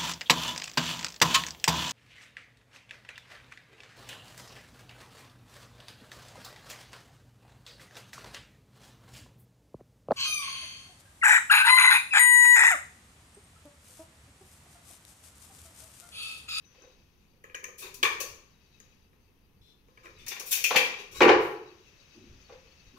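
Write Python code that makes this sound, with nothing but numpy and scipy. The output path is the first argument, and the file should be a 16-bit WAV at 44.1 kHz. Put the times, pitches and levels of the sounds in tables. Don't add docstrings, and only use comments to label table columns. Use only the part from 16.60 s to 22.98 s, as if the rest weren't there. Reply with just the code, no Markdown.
import sys
import numpy as np
from scipy import signal
from scipy.fft import rfft, irfft
from scipy.io import wavfile
from scipy.ndimage import uniform_filter1d

SR = 44100
rng = np.random.default_rng(int(sys.argv[2]) if len(sys.argv) > 2 else 0)


def voltage_ratio(level):
    return 10 ** (np.asarray(level, float) / 20)


def log_audio(samples):
    frames = np.atleast_2d(samples).T
    limited = np.clip(frames, -1, 1)
    pcm = np.round(limited * 32767).astype(np.int16)
    wavfile.write(sys.argv[1], SR, pcm)


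N = 281354

# (f/Hz, level/dB, t60/s)
BLADE = [
    [(2150, -9, .008), (2430, 0, .016), (2700, -1, .011), (3120, -3, .009), (3700, -8, .005),
     (4200, -10, .004)],
    [(410, -4, .025), (510, 0, .03), (1080, -3, .012), (1350, -4, .008), (1700, -5, .008)],
    [(4700, -4, .004), (5400, -3, .004), (6000, 0, .005), (6650, 0, .005), (7200, -6, .004)],
    [(8600, -5, .0009), (9600, -4, .0009), (10500, -1, .0012), (11600, -4, .0009), (12700, -3, .0009),
     (13800, -2, .0009), (14800, -2, .0009)],
]
# (f/Hz, level/dB, t60/s)
PLANK = [
    [(292, -15, .03), (320, -16, .03), (352, -4, .08), (396, -1, .06), (435, 1, .06), (495, -2, .05),
     (590, -7, .025), (690, -8, .02)],
    [(810, -3, .02), (975, -2, .016), (1125, -1, .016), (1335, -4, .011), (1600, -4, .009)],
    [(1850, -1, .01), (2150, -1, .008), (2450, 0, .01), (2750, -4, .007), (3150, -7, .004),
     (3600, -10, .003)],
    [(3600, 0, .004), (4200, -2, .004), (4900, -4, .004), (5700, -6, .004), (6500, -7, .004)],
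]
# (f/Hz, likeness 0..1)
AIR_ALIKE = [(60, 0.38), (180, 1), (550, 0.26), (1650, 0.11), (4970, 0.4), (15000, 0.65)]


def evened(x):
    return x / np.sqrt(np.mean(x ** 2) + 1e-20)


def read(points, hz):
    f, value = np.transpose(points)
    return np.interp(np.log(hz + 1), np.log(f + 1), value)


def along(rows):
    s, value = np.transpose(rows)
    return np.interp(np.arange(N) / SR, s, value)


def smooth(x, size):
    return evened(uniform_filter1d(uniform_filter1d(x, size), size))


def resonate(x, hz, width):
    r = np.exp(-np.pi * width / SR)
    return 2 * signal.lfilter([1 - r], [1, -r * np.exp(2j * np.pi * hz / SR)], x).real


def band(lo_hz, hi_hz):
    return signal.butter(2, [lo_hz, min(hi_hz, 20000)], "band", fs=SR, output="sos")


def causal(power):
    fold = irfft(np.log(power + 1e-6 * power.max()) / 2)
    fold[1:len(power) - 1] *= 2
    fold[len(power):] = 0
    return irfft(np.exp(rfft(fold)))


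def pair(count, alike, gain_db):
    hz = np.fft.rfftfreq(1024, 1 / SR)[:, None]
    t = np.arange(count // 256 + 5) * 256 / SR
    a, b, c, d = rng.standard_normal((len(t), 513, 4)).T
    same = np.clip(read(alike, hz), -1, 1)
    left = a + 1j * b
    right = same * left + np.sqrt(1 - same ** 2) * (c + 1j * d)
    z = np.array([left, right]) * voltage_ratio(gain_db(hz, t))
    return signal.istft(z, nperseg=1024, noverlap=768)[1][:, :count]


def lean(x, ports):
    half_db = read(ports, np.fft.rfftfreq(x.shape[1], 1 / SR)) / 2
    return irfft(rfft(x) * voltage_ratio(np.array([half_db, -half_db])), x.shape[1])


def contacts(rows, slope, offset_db, length=None):
    events = []
    for s, db, low_db, bright_db, *own in rows:
        top_db = slope * bright_db + offset_db
        events.append((s, db, low_db, bright_db, top_db, (*own, length)[0]))
    return events


def struck(events, body, lead_db, grit_db, spread, rise):
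    swing_in_s = 0.00069
    crack_db, skirt_db = -15, -15
    out, t = np.zeros((2, N + SR)), np.arange(12288) / SR
    filters = []
    for modes in body:
        lo, hi = .7 * modes[0][0], 1.25 * modes[-1][0]
        filters.append((band(lo, hi), band(lo / 1.6, hi * 1.5), SR / (2 * (hi - lo))))
    for s, db, *relative_db, length in events:
        length = max(length, .0005)
        clicks = rng.standard_normal(len(t)) * voltage_ratio(grit_db * rng.exponential(1, len(t)))
        clicks *= (1 - np.exp(-t / (rise * length))) * np.exp(-t / length)
        clicks[round(.3 * length * SR)] += voltage_ratio(lead_db)
        clicks = clicks[:round(8 * length * SR)]
        detune = (1 + spread * rng.standard_normal(8)) * (-1) ** np.arange(8)
        power = 0
        for modes, rel_db, (inside, around, size) in zip(body, [0, *relative_db], filters):
            u = t[:round(SR * max(t60 for *_, t60 in modes)) + 256]
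            ring = 0
            for (hz, mode_db, t60), k in zip(modes, detune):
                ring = ring + voltage_ratio(mode_db - 60 * u / t60) * np.sin(2 * np.pi * hz * k * u)
            ring *= 1 - np.exp(-u / swing_in_s)
            blow = size * (u == 0)
            ring = signal.sosfilt(inside, ring + voltage_ratio(crack_db) * blow)
            ring += voltage_ratio(skirt_db) * signal.sosfilt(around, blow)
            sound = signal.fftconvolve(clicks, ring)
            sound *= voltage_ratio(db + rel_db) / abs(sound).max()
            out[0, round(s * SR):][:len(sound)] += sound
            power = power + abs(rfft(ring, 16384)) ** 2 * (sound @ sound) / (ring @ ring)
        blend = causal(power)[:8192]
        if length > .007:
            blend = signal.fftconvolve(blend, clicks / np.linalg.norm(clicks))
        out[1, round((s + .001) * SR):][:len(blend)] += blend
    return out[:, :N]


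def room(x):
    # (f/Hz, t60/s)
    ring_times = [(100, 0.95), (230, 0.45), (300, 0.45), (355, 0.79), (410, 0.62), (480, 0.56),
                  (1000, 0.61), (2700, 0.54), (6000, 0.52), (9000, .38), (15000, 0.36)]
    # (f/Hz, likeness 0..1)
    tail_alike = [(60, .95), (400, .97), (700, .4), (1300, 0), (5000, 0)]
    gap_s, turns_hz = 0.0024, 11
    t, out = np.arange(SR) / SR, 0
    turn = 2 * np.pi * turns_hz * np.arange(N) / SR
    for share in (np.cos(turn), np.sin(turn)):
        tail = pair(SR, tail_alike, lambda hz, u: -60 * u / read(ring_times, hz))
        tail *= np.clip((t - gap_s) / 0.0021, 0, 1)
        tail *= 1 + 0.68 * np.exp(-t / 0.019)
        out = out + signal.fftconvolve(share * x[None], tail / np.linalg.norm(tail[0]), axes=1)[:, :N]
    return out


def still_air():
    # (f/Hz, level/dB per Hz)
    air_colour = [(15, -22), (25, -6), (165, -10.5), (194, -11), (333, -16.5), (461, -17), (587, -30),
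                  (654, -26.5), (812, -25), (955, -23.5), (1430, -30.5), (2660, -31), (7220, -47),
                  (11100, -39.5), (15800, -36.5)]
    return voltage_ratio(-65) * evened(pair(N, AIR_ALIKE, lambda hz, t: read(air_colour, hz)))


def rumble():
    # (t/s, level/dB above rest, fade/s)
    swells = [(1.35, 11.5, 0.33), (1.75, 0, 0.15), (3.58, 10, 0.11), (4.6, 15, .05), (4.7, 18.5, 0.13),
              (5.76, 13.5, 0.08), (6.0, 3.5, 0.34)]
    level_db, wander_db, rise_s = -67.5, -2.5, 0.077

    def colour(hz, u):
        return -24 * np.log10(1 + (hz / 80) ** 2) - 10 * np.log10(1 + (40 / (hz + 1)) ** 2)

    t = np.arange(N) / SR
    drone = evened(pair(N, [(30, 1.0), (200, 0.73)], colour))
    wander = evened(uniform_filter1d(rng.standard_normal(N), 4000))
    swell = 1
    for s, db, fade in swells:
        swell = swell + (voltage_ratio(db) - 1) * np.exp(-((t - s) / np.where(t < s, rise_s, fade)) ** 2)
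    return voltage_ratio(level_db + wander_db * wander) * swell * drone


def machine():
    # (t/s, level/dB)
    machine_level = [(0, -73), (.2, -62), (.45, -71), (.8, -77.5), (1.9, -71), (2.3, -67.5), (2.5, -76),
                     (3.2, -78.5), (3.5, -64), (5.0, -64), (5.3, -62.5), (5.9, -61.5), (6.38, -63.5)]
    # (f/Hz, level/dB per Hz)
    hiss_colour = [(290, -38.5), (500, -5.5), (754, -17), (915, -13.5), (2130, -11), (2560, -9.5),
                   (4250, -15), (4680, -15), (6190, -7.5), (9000, -43.5), (11700, -73), (19800, -120)]
    # (f/Hz, width/Hz, level/dB, flutter/dB)
    whines = [(2600, 70, -7, 3), (3860, 35, -11.5, 5), (4500, 35, -11, 4), (4780, 40, -13, 4.5),
              (5250, 60, -20, 5), (6150, 120, -12, 5)]
    mix = evened(pair(N, AIR_ALIKE, lambda hz, t: read(hiss_colour, hz)))
    chirps = smooth(rng.standard_normal(N), 1500)
    for hz, width, db, flutter_db in whines:
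        own, drift = (smooth(v, 1200) for v in rng.standard_normal((2, N)))
        turn = np.exp(2j * np.pi * np.cumsum(hz * (1 + .007 * drift)) / SR)
        r = np.exp(-np.pi * width / SR)
        whine = (turn * signal.lfilter([1 - r], [1, -r], rng.standard_normal((2, N)))).real
        flutter = np.clip(.6 * chirps + .8 * own, -2, 1.6)
        mix = mix + voltage_ratio(db + flutter_db * flutter) * evened(whine)
    return voltage_ratio(along(machine_level)) * mix


def backdrop():
    # (f/Hz, level/dB)
    air_ports = [(60, -2), (180, 1.5), (550, -1.5), (1650, 3.5), (4970, 12.5), (15000, 3)]
    return lean(still_air() + machine(), air_ports) + rumble()


def squeak():
    # (f/Hz, width/Hz, level/dB)
    squeak_modes = [(3560, 82, 1), (4000, 140, 1), (5200, 90, -5), (5780, 52, -10), (6330, 51, -25.5)]
    start_s, length_s, level_db = 3.01, .15, -67
    t = np.arange(N) / SR
    shape = np.clip(np.minimum((t - start_s) / 0.0077, (start_s + length_s - t) / 0.049), 0, 1)
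    noise = rng.standard_normal(N)
    song = sum(voltage_ratio(m) * evened(resonate(noise, hz, w)) for hz, w, m in squeak_modes)
    return voltage_ratio(level_db) * shape * evened(song)


def floor_thuds():
    # (t/s, level/dB, contact length/s)
    presses = [(1.379, -52, 0.03), (2.184, -67, 0.008), (3.599, -60, 0.025), (4.155, -51, 0.073),
               (4.603, -41.5, 0.02), (4.693, -40, 0.0034), (5.545, -46, 0.018), (5.581, -50.5, 0.013),
               (5.625, -52, 0.016), (5.707, -59, 0.012), (6.327, -55.5, 0.024)]
    # (f/Hz, level/dB, t60/s)
    floorboard = [
        [(132, -11.5, 0.1), (213, -5, 0.26), (258, 4.5, 0.085), (363, -1.5, 0.15)],
    ]
    return struck(presses, floorboard, lead_db=-30, grit_db=1.5, spread=.04, rise=.6)


def pen_squeaks():
    # (t/s, level/dB, contact length/s)
    strokes = [
        (.045, -53, 0.0087),
        (.216, -49, .006),
        (.575, -66, .005),
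    ]
    # (f/Hz, level/dB, t60/s)
    nib = [
        [(5770, 1, 0.011), (6080, 12, 0.014), (6200, -11, 0.009)],
    ]
    return struck(strokes, nib, lead_db=-10, grit_db=1.5, spread=.01, rise=.5)


def hook_taps():
    # (t/s, ring level/dB, low thud/dB rel, brightness/dB rel)
    tap_rows = [(0.839, -47.5, -3.5, -9), (0.8965, -50.5, -9, -30), (0.9445, -34.5, -12.5, -33),
                (0.9495, -47, -36, 9.5), (1.0294, -60.5, 10, -31), (1.0402, -38, -12.5, 3.5),
                (1.084, -52, 1.5, -31), (2.2, -58.5, -5.5, 11), (2.5294, -67.5, -4, -14),
                (3.2824, -70, 7.5, -4.5), (3.3731, -55, -3, -18), (3.455, -46.5, -9, -20),
                (3.4664, -54.5, 0, -20)]
    # (f/Hz, level/dB, t60/s)
    hook = [
        [(1716, -5.5, 0.027), (1910, -5.5, 0.02), (2406, 0, 0.017), (2820, -8.5, 0.0065), (3170, -10.5, 0.013)],
        [(400, -1.5, 0.037), (499, 2, 0.049), (1056, -6.5, 0.064), (1240, -5.5, 0.09)],
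        [(5300, -14, 0.0043), (5975, 0, 0.0077), (6400, -1, 0.0077), (6650, 2.5, 0.012), (7080, -8, 0.0055)],
        BLADE[-1],
    ]
    events = contacts(tap_rows, slope=0.42, offset_db=-6, length=0.0017)
    return struck(events, hook, lead_db=5, grit_db=2.0, spread=0.012, rise=0.5)


def blade_slides():
    # (t/s, blade ring/dB, panel thud/dB rel, brightness/dB rel, stroke length/s)
    slide_rows = [(0.0464, -79, 13, -3, 0.02), (0.2082, -69, 16.5, -3, 0.0077),
                  (0.5764, -64.5, -17.5, -3, 0.043), (1.177, -44, -24, 5.5, 0.017),
                  (1.21, -38, -2.5, 1.5, 0.016), (1.24, -51.5, -16.5, -13, 0.011), (3.43, -50, 4, 1, 0.012),
                  (3.565, -46, -51, -2.5, 0.049), (3.6985, -34.5, -10.5, -6.5, 0.011),
                  (3.853, -44.5, -35.5, 7.5, 0.021), (3.908, -26.5, -37.5, 6, 0.0078),
                  (3.928, -40.5, -39.5, 4, 0.13), (3.942, -33, -32.5, 5.5, 0.012),
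                  (4.3782, -34.5, -12.5, -1.5, 0.014), (4.5093, -42.5, -4.5, 3.5, 0.0095),
                  (4.5399, -38, -5.5, 2, 0.026), (4.79, -55, -19, 6, 0.04), (6.3507, -62, 14, 5.5, 0.045)]
    # (f/Hz, level/dB, t60/s)
    rubbed = [
        [(2100, -9.5, 0.0031), (2260, 0, 0.006), (2980, -0.5, 0.0025), (3550, -13, 0.017),
         (3997, -10.5, 0.0083)],
        [(385, -3.5, 0.037), (480, -1.5, 0.02), (1050, -2, 0.03), (1300, 10, 0.0056), (1720, -5.5, 0.004)],
        *BLADE[-2:],
    ]
    events = contacts(slide_rows, slope=3.9, offset_db=-9.5)
    return struck(events, rubbed, lead_db=-30.0, grit_db=3.5, spread=0.037, rise=0.8)


def blade_clacks():
    # (t/s, blade ring/dB, panel thud/dB rel, brightness/dB rel)
    clack_rows = [(1.182, -47.5, -25, 11.5), (1.3405, -48, -31.5, 16.5), (1.6015, -30, -3.5, 10.5),
                  (1.608, -35.5, -5.5, 12), (3.663, -45.5, -34, 15), (3.6805, -36, -12.5, 16),
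                  (3.7952, -36.5, -1, 12), (3.8714, -48.5, -4.5, 4), (3.925, -18, -38, 6),
                  (3.947, -38.5, -19, -6), (4.039, -11.5, -29.5, 2), (4.045, -32, -18, -15),
                  (4.1598, -5.5, -31.5, -4.5), (4.1712, -18, -15, -12.5), (4.181, -18, -15.5, -12.5),
                  (4.617, -25.5, 13.5, 0.5)]
    events = contacts(clack_rows, slope=1.23, offset_db=-0.57, length=0.0041)
    return struck(events, BLADE, lead_db=10, grit_db=2.0, spread=0.022, rise=0.81)


def case_snaps():
    # (t/s, ring level/dB, low thud/dB rel, brightness/dB rel)
    snap_rows = [
        (1.4285, -3.5, -8, -9.5),
        (1.4495, -11.5, -6.5, -11),
        (1.462, -30.5, 3.5, -11.5),
        (1.476, -38.5, 6.5, -24),
    ]
    # (f/Hz, level/dB, t60/s)
    case = [
        [(1800, -7.5, 0.011), (2350, -5, 0.016), (3050, -7.5, 0.005), (3274, -9.5, 0.0087),
         (3710, -10.5, 0.0083), (4000, -12, 0.00297)],
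        [(385, -20.5, 0.018), (435, 9.5, 0.036), (861, 1, 0.022), (1130, 20.5, 0.025), (1350, -10, 0.0074)],
        [(4360, 1.5, .003), (5000, -4.5, 0.0049), (5900, -3, 0.0028), (6410, -0.5, 0.0087),
         (7000, -9.5, 0.0053)],
        BLADE[-1],
    ]
    events = contacts(snap_rows, slope=1, offset_db=0.94, length=0.0036)
    return struck(events, case, lead_db=10, grit_db=0.5, spread=.005, rise=0.5)


def board_knocks():
    # (t/s, boom/dB, knock/dB rel, brightness/dB rel)
    knock_rows = [(0.147, -53, -9, -2), (0.236, -45.5, -27, -13), (0.732, -61.5, -16.5, -2),
                  (1.254, -54.5, -3.5, 15.5), (3.457, -67, 2, -19), (3.665, -59, 13, 24.5),
                  (3.715, -57, 18, 26), (3.761, -51, 9.5, 18), (3.808, -45.5, 5, -7),
                  (3.976, -41.5, -7.5, 6), (4.105, -25, 7.5, 7), (4.117, -29.5, 0, 1.5),
                  (4.145, -28, 13, 6.5), (4.157, -19, 1.5, 11.5), (4.176, -45, 6, 14), (5.890, -55, 9, 1),
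                  (5.897, -42, -7, -12), (5.921, -39, -34, -8), (6.283, -72, -22, -15)]
    # (f/Hz, level/dB, t60/s)
    strip = [
        [(423, -11, 0.012), (440, -4, 0.03), (513, 1, 0.031), (634, -5.5, 0.0088)],
        *PLANK[-3:],
    ]
    events = contacts(knock_rows, slope=0.93, offset_db=-0.39, length=0.0053)
    return struck(events, strip, lead_db=7.0, grit_db=-2.0, spread=0.0056, rise=0.7)


def board_drop():
    # (t/s, boom/dB, knock/dB rel, brightness/dB rel)
    slap_rows = [(4.605, -5, -3, -6), (4.612, -12.5, 1.5, 1), (4.618, -12, 5, 8.5), (4.624, -12, 1.5, -7.5),
                 (4.640, -16.5, 1.5, -9.5), (4.654, -7, -6, -12.5), (4.679, -11, -3, -7),
                 (4.6815, -14.5, 6, 3), (4.690, -15.5, 4.5, 9), (4.697, -10.5, 3.5, -10),
                 (4.709, -27, -5, -9), (4.749, -35, -2.5, -36)]
    events = contacts(slap_rows, slope=0.8, offset_db=-20, length=0.0033)
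    return struck(events, PLANK, lead_db=13.5, grit_db=2.5, spread=0.03, rise=0.43)


def scene():
    # (f/Hz, level/dB)
    near_ports = [(60, -8), (130, 0.5), (290, 1), (640, -1.5), (1410, 1.5), (3100, 8), (6500, 11),
                  (9000, -6), (12500, 9.5), (15000, 16)]
    rub, thuds, pen = squeak(), floor_thuds(), pen_squeaks()
    taps, slides, clacks, snaps = hook_taps(), blade_slides(), blade_clacks(), case_snaps()
    wood_top = signal.butter(6, 6800, fs=SR, output="sos")
    board = signal.sosfilt(wood_top, board_knocks() + board_drop())

    aside = voltage_ratio(8.5) * taps[0] + voltage_ratio(-5.0) * clacks[0] + voltage_ratio(-5.0) * snaps[0] + voltage_ratio(-6.0) * slides[0]
    aside = aside + pen[0] + rub
    late = np.roll(aside, 17)
    ahead = voltage_ratio(-4.5) * board[0] + thuds[0]
    to_walls = voltage_ratio(6.5) * taps[1] + clacks[1] + voltage_ratio(-4.0) * snaps[1] + voltage_ratio(3.5) * slides[1]
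    to_walls = to_walls + voltage_ratio(-1.0) * board[1] + voltage_ratio(1.0) * thuds[1] + voltage_ratio(3.0) * pen[1] + rub
    near = np.array([late, aside]) + ahead + room(to_walls)
    return lean(near, near_ports) + backdrop()


def roll_off(x):
    return signal.sosfilt(signal.butter(12, 16470, fs=SR, output="sos"), x)


def record(dry):
    # (f/Hz, level/dB)
    mic_colour = [(3000, -0.5), (6800, -6), (7700, -3), (9500, -0.5), (12500, 1.5), (15500, -4.5)]
    coloured = irfft(rfft(dry) * voltage_ratio(read(mic_colour, np.fft.rfftfreq(N, 1 / SR))), N)
    rounded = np.tanh(coloured / 1.328) * 1.26
    top_cut = signal.firwin(511, 15750, window=("kaiser", 9), fs=SR)
    mix = signal.oaconvolve(rounded, top_cut[None], "same")
    return roll_off(mix)


dry = scene()
out = record(dry)
log_audio(out)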